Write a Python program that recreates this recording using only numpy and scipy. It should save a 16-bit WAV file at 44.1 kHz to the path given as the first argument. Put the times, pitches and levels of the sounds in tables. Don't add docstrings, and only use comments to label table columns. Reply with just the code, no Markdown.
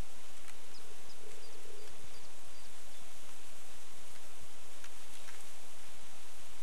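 import sys
import numpy as np
from scipy import signal
from scipy.fft import rfft, irfft, next_fast_len
from scipy.io import wavfile
from scipy.ndimage import uniform_filter1d

SR = 44100
rng = np.random.default_rng(int(sys.argv[2]) if len(sys.argv) > 2 else 0)


def digitize_waveform(pressure):
    field = np.atleast_2d(pressure).T
    bounded = np.clip(field, -1, 1)
    quanta = np.round(bounded * 32767).astype(np.int16)
    wavfile.write(sys.argv[1], SR, quanta)


N = 291942
TIME = np.arange(N) / SR


def from_db(db):
    return 10 ** (np.asarray(db) / 20)


def rms_one(x):
    return x / np.sqrt(np.mean(x ** 2) + 1e-20)


def automation(rows):
    times, *columns = np.transpose(rows)
    return [np.interp(TIME, times, column) for column in columns]


def drift(rate_hz):
    step, settle = 40, 2000
    pole = np.exp(-2 * np.pi * rate_hz * step / SR)
    noise = rng.standard_normal(N // step + settle + 2)
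    slow = signal.lfilter([1], [1, -2 * pole, pole * pole], noise)[settle:]
    return np.interp(np.arange(N) / step, np.arange(len(slow)), rms_one(slow))


def equalise(x, spectrum):
    hz, db = np.transpose(spectrum)
    size = next_fast_len(N)
    bins_hz = np.maximum(np.arange(size // 2 + 1) * SR / size, 1)
    gain = from_db(np.interp(np.log(bins_hz), np.log(hz), db))
    return rms_one(irfft(rfft(x, size) * gain, size)[:N])


def band(x, hz, octaves, order=2):
    edges = [hz / 2 ** (octaves / 2), min(hz * 2 ** (octaves / 2), .45 * SR)]
    return rms_one(signal.sosfilt(signal.butter(order, edges, "band", fs=SR, output="sos"), x))


def impacts(per_s, spread_db, size):
    strength = from_db(spread_db * np.minimum(rng.exponential(1, size), 6))
    hits = rng.random(size) < per_s / SR
    return rms_one(hits * strength * rng.choice([-1, 1], size) + 1e-18)


def add(out, at_s, sound):
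    start = max(round(at_s * SR), 0)
    out[start:start + len(sound)] += sound[:N - start]


# (frequency [Hz], relative level [dB])
SPRAY_EQ = [(500, -15), (1100, -3.5), (1720, -4.5), (2500, -2), (3600, -3), (4100, -5.5), (4600, -7),
            (5400, -5.5), (6100, -3), (8600, -3), (9500, -4.5), (10000, -6.5), (10500, -6.5), (12900, -9.5)]
# (time [s], hiss level [dB], mist level [dB])
JET_SWING = [(0.05, -60, -60.5), (0.77, -60, -61), (2.08, -60, -60.5), (2.29, -60.5, -60.5),
             (3.44, -59.5, -59), (4.88, -60, -59.5), (5.32, -58, -57.5), (5.66, -59, -59.5),
             (6.55, -59.5, -59.5)]


def sprinklers(drop_db=-7.0, flutter_db=0.64, mist_hz=5500, mist_trim_db=-0.76, hiss_trim_db=-0.5):
    hiss_db, mist_db = automation(JET_SWING)
    jets = rng.standard_normal(N)
    drops = from_db(drop_db) * impacts(per_s=2500, spread_db=2.5, size=N)
    water = equalise(jets + drops, SPRAY_EQ)
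    mist = signal.sosfiltfilt(signal.butter(2, mist_hz, "high", fs=SR, output="sos"), water)
    hiss_gain = from_db(hiss_db + hiss_trim_db + flutter_db * drift(rate_hz=11.4))
    mist_gain = from_db(mist_db + mist_trim_db + flutter_db * drift(rate_hz=9.2))
    return hiss_gain * rms_one(water - mist) + mist_gain * rms_one(mist)


# (frequency [Hz], relative level [dB])
TOWN_EQ = [(15, -2), (45, 2), (90, -5), (145, -11), (270, -6), (420, -5), (600, -3.5), (800, -5),
           (1200, -10.5), (1700, -15.5), (3500, -44)]


def town(level_db=-61):
    return from_db(level_db) * equalise(rng.standard_normal(N), TOWN_EQ)


def hum(throb_hz=33.13, throb_db=-73.0, uneven_db=9.0, dull_hz=160, tone_hz=197.8, tone_db=-78,
        sizzle_hz=10000, sizzle_db=-76, sizzle_s=0.0076):
    pulses = np.diff(np.floor(TIME * throb_hz), prepend=0)
    pulses *= from_db(uneven_db * np.clip(rng.standard_normal(N), -2, 1.5))
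    low_band = signal.butter(2, [22, dull_hz], "band", fs=SR, output="sos")
    flutter = rms_one(signal.sosfilt(low_band, pulses))
    since_pulse_s = TIME % (1 / throb_hz)
    sizzle = band(rng.standard_normal(N) * np.exp(-since_pulse_s / sizzle_s), sizzle_hz, octaves=0.042)
    tone = np.sqrt(2) * np.sin(2 * np.pi * tone_hz * TIME)
    return from_db(throb_db) * flutter + from_db(sizzle_db) * sizzle + from_db(tone_db) * tone


def crush(length_s, hz, octaves, attack_s=0.00057):
    t = np.arange(4096) / SR
    force = (1 - np.exp(-t / attack_s)) * np.exp(-(t / length_s) ** 2)
    ring = band(force * rng.standard_normal(len(t)), hz, octaves, order=1)
    return ring * np.sqrt(np.mean(force ** 2))


def crumble(decay_s, hz=1390):
    t = np.arange(4096) / SR
    grains = impacts(per_s=2500, spread_db=1.0, size=len(t))
    return np.exp(-t / decay_s) * band(grains, hz, octaves=1.36)


# (time [s], crunch level [dB], crunch ring [Hz], snap level [dB],
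# snap ring [Hz], snap length [s], gap to second crack [s], second crack against first [dB])
GRIT_CRACKS = [(0.368, -58, 2800, -55.5, 8400, 0.0047, 0.0086, 1),
               (0.48, -47.5, 1880, -46.5, 8460, 0.0033, 0.015, 1),
               (0.714, -54.5, 1600, -64, 8400, .004, .012, -14),
               (1.309, -54, 2400, -58, 8400, .004, 0.0062, 3),
               (1.875, -49, 2900, -55, 8400, .0035, 0.013, -14),
               (3.291, -46.5, 1990, -54, 8400, .0014, .012, -15),
               (4.151, -52, 2600, -57, 8400, 0.0022, 0.0089, 4),
               (4.841, -45, 2320, -47, 6000, 0.0042, 0.016, -4.5),
               (5.137, -53, 3300, -49, 9500, 0.0031, .015, 1.5),
               (5.278, -46, 1750, -46, 5600, 0.0024, 0.011, -0.5),
               (5.406, -59, 2200, -47, 8400, .004, 0.01, -16)]


def shoe_cracks(crumble_db=-6):
    out = np.zeros(N)
    for at_s, crunch_db, crunch_hz, snap_db, snap_hz, snap_s, gap_s, second_db in GRIT_CRACKS:
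        for start_s, db in ((at_s, 0), (at_s + gap_s, second_db)):
            crunch = crush(1.23 * snap_s, crunch_hz, octaves=0.97)
            tail = from_db(crumble_db) * crumble(decay_s=2.9 * snap_s)
            snap = crush(snap_s, snap_hz, octaves=0.25)
            add(out, start_s, from_db(db + crunch_db) * (crunch + tail) + from_db(db + snap_db) * snap)
    return out


# (centre time [s], swell half-width [s], level [dB], ring [Hz])
SOLE_SCUFFS = [(0.447, 0.025, -65, 2000), (5.188, 0.045, -61, 3180), (5.296, 0.022, -57.5, 1570),
               (5.348, 0.059, -61, 1870)]


def shoe_scuffs():
    out = np.zeros(N)
    for centre_s, half_s, db, hz in SOLE_SCUFFS:
        pressure = np.exp(-np.linspace(-2, 2, round(4 * half_s * SR)) ** 2)
        grains = impacts(per_s=3200, spread_db=4.5, size=len(pressure))
        add(out, centre_s - 2 * half_s, from_db(db) * pressure * band(grains, hz, octaves=0.84))
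    return out


# (time [s], level [dB])
RUSH_SWELL = [(0.66, -70), (0.764, -69), (0.892, -62), (1.166, -76), (1.24, -58.5), (1.464, -62),
              (1.604, -59), (1.628, -64), (1.746, -53.5), (1.796, -58.5), (2.3, -73)]


def hollow_rush(hz=428, fade_db_per_s=110):
    outside_s = np.abs(TIME - np.clip(TIME, RUSH_SWELL[0][0], RUSH_SWELL[-1][0]))
    level_db = automation(RUSH_SWELL)[0] - fade_db_per_s * outside_s
    return from_db(level_db) * band(rng.standard_normal(N), hz, octaves=0.32)


def whistle(knots_s, pitch_hz, level_db, waver_db=2.5):
    t = np.arange(round(knots_s[-1] * SR)) / SR
    hz = uniform_filter1d(np.interp(t, knots_s, pitch_hz), size=220)
    waver = rms_one(uniform_filter1d(rng.standard_normal(len(t)), size=300))
    gain = from_db(np.interp(t, knots_s, level_db) + waver_db * waver)
    return np.sqrt(2) * gain * np.sin(2 * np.pi * np.cumsum(hz) / SR)


# (time [s], held pitch [Hz], hold [s], level [dB])
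BIRD_CHIRPS = [(0.737, 5000, 0.017, -54.5), (1.087, 4990, 0.015, -56), (1.419, 4730, 0.042, -57),
               (1.776, 4690, 0.064, -61.5), (2.135, 4680, 0.046, -58.5), (2.539, 4670, 0.081, -60),
               (2.933, 3470, 0.037, -62)]
# (time [s], level [dB])
BIRD_FLICKS = [(1.526, -60), (1.874, -59.5), (2.236, -61), (2.640, -60), (2.912, -65)]


def bird(dive_s=0.014, fall_s=0.02, flick_s=0.023, fade_db_per_s=135):
    out = np.zeros(N)
    for at_s, hz, hold_s, db in BIRD_CHIRPS:
        knots_s = np.cumsum([0, dive_s / 2, dive_s / 2, hold_s / 2, hold_s / 2, fall_s])
        pitch_hz = hz * np.array([1.6, 1.11, 0.995, 1.023, 0.99, 1])
        pitch_hz[-1] -= 3020 * np.exp(-hold_s / 0.019)
        fade_db = fade_db_per_s * hold_s
        level_db = db - np.array([10, 2, 0, fade_db / 2, fade_db, fade_db + 8])
        add(out, at_s, whistle(knots_s, pitch_hz, level_db))
    for at_s, db in BIRD_FLICKS:
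        add(out, at_s, whistle([0, flick_s / 2, flick_s], [6100, 5000, 4100], [db - 2, db, db - 4]))
    return out


def with_wall_echoes(sound, wall_db=-23, decay_db_per_s=79):
    echoes = np.zeros(N)
    for delay_s in rng.uniform(0.022, 0.073, size=8):
        add(echoes, delay_s, sound * from_db(wall_db - decay_db_per_s * delay_s))
    return sound + echoes


# (time [s], level [dB], pitch [Hz], time to fall 60 dB [s])
MIC_BUMPS = [(1.908, -45, 80, 0.035), (2.041, -40, 85, 0.033), (4.414, -47, 76, 0.086),
             (4.432, -43, 78, 0.056)]


def mic_bumps(attack_s=0.0006):
    out, t = np.zeros(N), np.arange(8192) / SR
    for at_s, db, hz, t60 in MIC_BUMPS:
        envelope = from_db(db - 60 * t / t60) * (1 - np.exp(-t / attack_s))
        add(out, at_s, envelope * np.sin(2 * np.pi * hz * t))
    return out


def scene():
    bed = sprinklers() + town() + hum()
    events = shoe_cracks() + shoe_scuffs() + hollow_rush() + with_wall_echoes(bird()) + mic_bumps()
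    return (bed + events)[None]


def record(dry, cutoff_hz=12800, dc_offset=-0.0446):
    high_cut = signal.ellip(12, .1, 80, cutoff_hz, fs=SR, output="sos")
    return signal.sosfilt(high_cut, dry) + dc_offset


dry = scene()
out = record(dry)
digitize_waveform(out)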